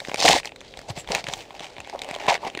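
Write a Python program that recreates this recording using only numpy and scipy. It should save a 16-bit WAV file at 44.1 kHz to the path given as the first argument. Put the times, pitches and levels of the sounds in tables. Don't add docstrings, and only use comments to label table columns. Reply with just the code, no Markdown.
import sys
import numpy as np
from scipy import signal
from scipy.fft import rfft, irfft
from scipy.io import wavfile
from scipy.ndimage import uniform_filter1d

SR = 44100
rng = np.random.default_rng(int(sys.argv[2]) if len(sys.argv) > 2 else 0)


def bounce(signal):
    frames = np.transpose(np.atleast_2d(signal))
    limited = np.clip(frames, -1, 1)
    pcm = np.round(limited * 32767).astype(np.int16)
    wavfile.write(sys.argv[1], SR, pcm)


def rack_gain(trim_db):
    fader = np.asarray(trim_db, float)
    return 10 ** (fader / 20)


N = 114660

# frequency in Hz, level in dB.
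HOUSING = [(590, -48.5), (1000, -11.5), (1230, -12), (2060, 0.5), (4440, -2.5), (7700, -9.5),
           (11500, -25.5), (14300, -28.5), (15500, -27)]
# frequency in Hz, level in dB.
HOLLOW = [(150, -6), (300, -6), (450, -4), (620, -0.5), (800, 3.5), (950, -1.5), (1150, -9), (2000, -35.5)]
TREBLE_HZ = 4500


def rms_one(x):
    return x / np.sqrt(np.mean(x ** 2) + 1e-20)


def colour(x, points):
    size = 8192
    lowest, highest = (26, points[0][1] - 24), (SR / 2, points[-1][1] - 12)
    hz, db = np.transpose([lowest] + list(points) + [highest])
    bins_hz = np.arange(size // 2 + 1) * SR / size
    wanted_db = np.interp(np.log(bins_hz + 1), np.log(hz), db)
    cepstrum = irfft(np.log(rack_gain(wanted_db)))
    cepstrum[1:size // 2] *= 2
    cepstrum[size // 2 + 1:] = 0
    response = rms_one(irfft(np.exp(rfft(cepstrum)))) / np.sqrt(size)
    return signal.fftconvolve(x, response)[:len(x)]


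def ring(clicks, hz, cycles):
    r = rack_gain(-60 * hz / (cycles * SR))
    w = 2 * np.pi * hz / SR
    gain = np.sqrt(1 - r * r)
    rung = signal.lfilter([gain, 0, -gain], [1, -2 * r * np.cos(w), r * r], clicks + 1e-18)
    return rung / (2 * np.sin(w))


def drift(rate):
    r = np.exp(-2 * np.pi * rate / SR)
    wander = signal.lfilter([1], [1, -2 * r, r * r], rng.standard_normal(N + SR))
    return rms_one(wander[SR:])


def room_tone():
    # frequency in Hz, level in dB.
    room_colour = [(25, 1), (200, -2.5), (550, 4.5), (900, -11), (1300, -14), (3000, -21), (8000, -32),
                   (13000, -51)]
    return rack_gain(-48.5) * rms_one(colour(rng.standard_normal(N), room_colour))


def hum():
    t = np.arange(N) / SR
    return rack_gain(-60) * np.sin(2 * np.pi * 395 * t + 0.39 * drift(1.8))


def bumps():
    # start in seconds, peak level in dB, pitch in Hz.
    pushes = [(0.245, -19, 228), (0.287, -21, 192), (0.349, -20, 297), (0.769, -45, 47.3),
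              (0.899, -23.5, 111), (0.973, -30.5, 152), (1.071, -37.5, 41.7), (1.1, -24.5, 189),
              (1.239, -35.5, 158), (1.28, -34, 132), (1.788, -42.5, 75.4), (2.467, -34, 216),
              (2.573, -22, 350)]
    length_cycles = 2.01
    out = np.zeros(N)
    t = np.arange(N) / SR
    shake = rms_one(ring(rng.standard_normal(N), 208, 0.74))
    for start, db, hz in pushes:
        cycles = np.maximum(t - start, 0) * hz
        age = cycles * 3 / length_cycles
        swell = np.e * age * np.exp(-age)
        thud = np.sin(2 * np.pi * 1.388 * cycles ** 0.766)
        out += rack_gain(db) * swell * (thud + 0.29 * shake)
    return out


def whistle():
    peak_s, length_s = 0.995, 0.022
    hz, width_hz = 7500, 400
    t = np.arange(N) / SR
    band = rms_one(ring(rng.standard_normal(N), hz, 2.0 * hz / width_hz))
    return rack_gain(-39) * np.exp(-((t - peak_s) / length_s) ** 2) * band


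def grains(rate, low_hz, high_hz, cycles, points, clump, spread_db, grit, centre_hz=None):
    smooth_hz = 6060
    hollow_octaves = 1.23
    patch_db, patch_rate_hz = 4.5, 7

    sizes = rack_gain(spread_db * np.minimum(rng.exponential(1, N), 4)) * rng.choice([-1, 1], N)
    clicks = rms_one(sizes * (rng.random(N) < rate * clump / SR))
    patch_hit = rng.integers(0, 16, N)
    hiss = np.sqrt(1 - grit ** 2 + 0.58 ** 2) * rng.standard_normal(N)
    uneven = grit * clicks + clump * hiss
    rings = np.zeros(N)
    for k, hz in enumerate(np.geomspace(low_hz, high_hz, 16)):
        uneven_share = min(1, smooth_hz / hz)
        feed = uneven * uneven_share + hiss * (1 - uneven_share)
        near = 1
        if centre_hz is not None:
            near = np.exp(-(np.log2(hz / centre_hz) / hollow_octaves) ** 2)
        swell = rack_gain(patch_db * drift(patch_rate_hz))
        rings += ring(feed * (patch_hit == k) * near * swell, hz, cycles)
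    return rms_one(colour(np.diff(rings, prepend=0), points))


def handling():
    # time in seconds, level in dB, treble in dB.
    rustle = [(0, -45.5, 0), (.16, -53.5, 6.5), (.54, -59.5, 2), (0.801, -50.5, 0), (1.22, -52.5, -1),
              (1.501, -51.5, -1), (2.0, -44.5, -4), (2.39, -52.5, -4), (2.6, -47.5, -2.5)]
    # time in seconds, level in dB, hollow part in dB against it.
    long_rip = [
        (0.171, -41, 3),
        (0.202, -28.5, 1),
        (0.249, -23, -1),
        (0.256, -17, 5),
        (0.279, -19, -2.5),
        (0.282, -14.5, 1),
        (0.313, -18, 1.5),
        (0.367, -25, 0.5),
        (0.404, -36.5, -7),
    ]
    # time in seconds, level in dB, hollow part in dB against it.
    short_rip = [
        (2.279, -40.5, 23),
        (2.283, -17.5, 2.5),
        (2.311, -17.5, 0),
        (2.321, -28.5, 4),
        (2.369, -33, -2),
    ]
    # start, peak and end in seconds, level in dB, hollow part in dB.
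    strokes = [(.075, 0.094, 0.11, -45, 9), (0.422, 0.473, 0.5, -44.5, 3.5), (0.593, 0.682, 0.79, -50, -22),
               (0.87, .902, 0.91, -32, 0), (0.942, 0.971, 1.043, -35.5, -1), (1.062, 1.138, 1.24, -28, 1.5),
               (1.234, 1.293, 1.417, -36.5, 2.5), (1.3, 1.396, 1.484, -40.5, 0.5),
               (1.543, 1.54, 1.59, -42, 0.5), (1.583, 1.645, 1.74, -38, -4.5),
               (1.901, 1.95, 1.99, -43, 12.5), (2.022, 2.092, 2.25, -39.5, 4),
               (2.191, 2.203, 2.38, -34.5, 3.5), (2.38, 2.44, 2.55, -43, 13), (2.43, 2.482, 2.5, -38, 8),
               (2.562, 2.579, 2.5, -29, -0.5)]
    # time in seconds, pitch of its hollow in Hz, grit from 0 to 1.
    grip = [(0.0, 725, 0.3), (0.73, 644, 0.5), (0.78, 823, 0.4), (0.85, 581, 0.3), (1.3, 817, 0.6),
            (1.44, 510, 0.32), (1.48, 756, 0.96), (2.06, 553, 0.5), (2.13, 828, 0.6), (2.53, 696, 0.4),
            (2.6, 486, 0.2)]

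    t = np.arange(N) / SR
    s, db, treble_db = np.transpose(rustle)
    treble = rack_gain(np.interp(t, s, treble_db))
    bright = rack_gain(np.interp(t, s, db)) ** 2
    hollow = bright * rack_gain(0.5) ** 2
    for rip in (long_rip, short_rip):
        s, db, hollow_db = np.transpose(rip)
        inside = (t > s[0]) & (t < s[-1])
        bright += inside * rack_gain(np.interp(t, s, db)) ** 2
        hollow += inside * rack_gain(np.interp(t, s, db + hollow_db)) ** 2
    for start, peak, end, db, hollow_db in strokes:
        shape = np.interp(t, [start, peak, end], [0, 1, 0])
        rise_db = 27.5 * (np.sin(shape * np.pi / 2) - 1)
        power = np.minimum(4 * shape, 1) * rack_gain(db + rise_db) ** 2
        bright += power
        hollow += power * rack_gain(hollow_db) ** 2
    bright = uniform_filter1d(bright, size=65)
    hollow = uniform_filter1d(hollow, size=65)

    s, hollow_hz, grit = np.transpose(grip)
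    hollow_hz = np.interp(t, s, hollow_hz)
    effort = np.sqrt(bright) / rack_gain(-31)
    grit = np.clip(np.interp(t, s, grit) + 0.36 * effort, 0, 1)
    clump = rack_gain(4 * grit * drift(120))

    crackle = grains(1100, 890, 20650, 8.3, HOUSING, clump, 2, grit)
    dull = signal.sosfilt(signal.butter(2, TREBLE_HZ, fs=SR, output="sos"), crackle)
    crackle = dull + treble * (crackle - dull)
    pops = grains(500, 176, 1363, 11.4, HOLLOW, clump, 2.5, 1, hollow_hz)

    low_band = signal.butter(2, [25, 140], "band", fs=SR, output="sos")
    rumble = rms_one(signal.sosfilt(low_band, rng.standard_normal(N)))
    rumble_db = -31.5 - 7.5 * (t > 1.4)
    follow = uniform_filter1d(bright, size=441) ** (0.52 / 2)
    return np.sqrt(bright) * crackle + np.sqrt(hollow) * pops + rack_gain(rumble_db) * follow * rumble


def snaps():
    # time in seconds, peak in dB, hollow part in dB, treble in dB, pitch in Hz.
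    early = [(0.0, -17, -17, -8, 2150), (0.0495, -18, -33, -23, 2820), (0.073, -23.5, -8, -33, 4430),
             (0.0848, -25, 3.5, -13, 1700), (0.095, -19, -8, -28, 2200), (0.1156, -17, -5, -20, 2280),
             (0.135, -26.5, 0.5, -5, 2220), (0.1434, -7, -7.5, -11, 2430), (0.1583, -15.5, -24, -17, 3320),
             (0.1727, -20, -18, -8, 2200), (0.181, -19, -11, -15, 3280), (0.192, -18, -10, -15, 3450),
             (0.2029, -11, -14, -23, 4260), (0.2249, -9, -8, -17, 2330), (0.2522, -1, -7, -30, 4400),
             (0.2605, -6, -12, -16.5, 1960), (0.28, 3, -22, -20.5, 2020), (0.2884, -0.5, -12.5, -23, 4170),
             (0.3074, -5.5, -6, -16, 4500), (0.3825, -13, -18, -13, 3460),
             (0.3994, -18.5, -10.5, -17, 3400), (0.432, -24, -16, -24, 2220),
             (0.4474, -17, -15, -18.5, 2180), (0.456, -13, -15.5, -1, 2070), (0.4736, -18, -21, -9, 3430),
             (0.492, -27.5, -20, -25, 2470), (0.5195, -28, -5, -29, 2060), (0.5606, -27, -13, -23, 3400)]
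    # time in seconds, peak in dB, hollow part in dB, treble in dB, pitch in Hz.
    middle = [(0.6065, -26.5, -15, -20, 3500), (0.6135, -26.5, -13, -18.5, 2160),
              (0.7387, -24.5, -17, -29, 1990), (0.7726, -24.5, -5.5, -13, 3430),
              (0.7906, -25, -6.5, -17, 1920), (0.8155, -26, -11, -16, 1980), (0.9053, -21, -20, -11, 3790),
              (0.9772, -21, -37, -28, 2980), (1.0445, -30.5, -22, -28, 1620),
              (1.0745, -23.5, -8, -26, 2980), (1.0884, -24.5, -1, -13, 2110),
              (1.1194, -7.5, -17, -15, 4600), (1.1493, -2.5, -17.5, -22, 1900),
              (1.1564, -15.5, -6, -16, 2150), (1.1817, -19, -7, -19, 2240), (1.2411, -17, -11.5, -6, 2830),
              (1.268, -15, -25, -20, 2400), (1.286, -14.5, -7, -23, 3580), (1.2984, -19.5, -8, -35, 2120),
              (1.3284, -22, -8, 0, 4500), (1.3364, -7, -16, -12.5, 3330), (1.4062, -24, -15, -19, 2950),
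              (1.5065, -26.5, -2.5, -28, 2650), (1.5648, -30.5, -16, -11, 2900),
              (1.5953, -19, -35, -17, 3450), (1.6053, -21.5, -7.5, -8, 2870), (1.6447, -23, -15, -23, 2760),
              (1.7659, -24, -13, -33, 2330), (1.7823, -26, -2.5, -28, 2600)]
    # time in seconds, peak in dB, hollow part in dB, treble in dB, pitch in Hz.
    late = [(1.8029, -20, -11, -16.5, 2450), (1.847, -25.5, -30, -24.5, 2960), (1.8736, -27, -3, -17, 1850),
            (1.8974, -21, -8, -12, 2040), (1.9914, -21.5, -12, -11, 3700), (2.018, -12, -20, -8, 2820),
            (2.0355, -23, -13, -12, 2800), (2.0454, -23.5, -5, -19, 3010), (2.0885, -21, -3.5, -16, 2750),
            (2.1113, -15.5, -6.5, -18, 2020), (2.1417, -18, -14.5, -21, 3400),
            (2.1498, -16.5, -25, -18.5, 3286), (2.162, -20.5, -1.5, -20, 3440),
            (2.1863, -25, -11, -15, 2000), (2.2661, -19, -6, -20, 1980), (2.2832, -9.5, -3, -23, 2400),
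            (2.2979, -7, -27, -17, 2450), (2.3276, -12.5, -11, -20, 2370), (2.342, -6, -20, -16, 2090),
            (2.377, -26, -5, -24, 1870), (2.4498, -21.5, -1.5, -19, 2500), (2.4746, -20, -7.5, -17, 2070),
            (2.5, -20.5, -32, -18, 2590), (2.5501, -16.5, -10.5, -25, 2730), (2.574, -17, -20, -26, 2010),
            (2.591, -16.5, -25, -24, 2220)]
    lead_s, rise_s, fall_s = 0.003, 0.0006, 0.0005
    ring_cycles, ring_share = 4.74, 0.77

    out = np.zeros(N + SR)
    t = np.arange(2048) / SR
    rise = np.exp((t - lead_s) / rise_s)
    rattle = rack_gain(-11) * np.exp(-t / 0.0045)
    fall = np.exp((lead_s - t) / fall_s) + rattle
    shape = np.where(t < lead_s, rise, fall)
    low_pass = signal.butter(4, TREBLE_HZ, fs=SR, output="sos")
    for s, db, hollow_db, treble_db, hz in list(early) + list(middle) + list(late):
        burst, pop_burst = rng.standard_normal((2, len(t))) * shape
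        dull = signal.sosfilt(low_pass, burst)
        crack = rms_one(colour(dull + rack_gain(14 + treble_db) * (burst - dull), HOUSING))
        pitched = ring(ring(burst, hz, ring_cycles), hz, ring_cycles)
        crack = crack + ring_share * rms_one(pitched)
        pop = colour(pop_burst, HOLLOW)
        crack = crack / abs(crack).max()
        pop = pop / abs(pop).max()
        i = int(max(s + rise_s - lead_s, 0) * SR)
        out[i:i + len(t)] += rack_gain(db - 1) * (crack + rack_gain(hollow_db + 3.5) * pop)
    return out[:N]


def room_tail(paper):
    t = np.arange(SR // 4) / SR
    t60_s = 0.068
    tail = rng.standard_normal(len(t)) * rack_gain(-60 * t / t60_s) * (t > .002)
    tail = tail / np.sqrt(np.sum(tail ** 2))
    return rack_gain(-15) * signal.fftconvolve(paper, tail)[:N]


def scene():
    paper = handling() + snaps() + whistle()
    mix = paper + room_tail(paper) + bumps() + room_tone() + hum()
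    return mix[None]


def band_limit(x):
    return signal.sosfilt(signal.butter(12, 16090, fs=SR, output="sos"), x)


def record(dry):
    rounded = 0.96 * np.tanh(dry / 1.196)
    top_cut = signal.cheby2(14, 40, 16000, fs=SR, output="sos")
    return band_limit(signal.sosfilt(top_cut, rounded))


dry = scene()
out = record(dry)
bounce(out)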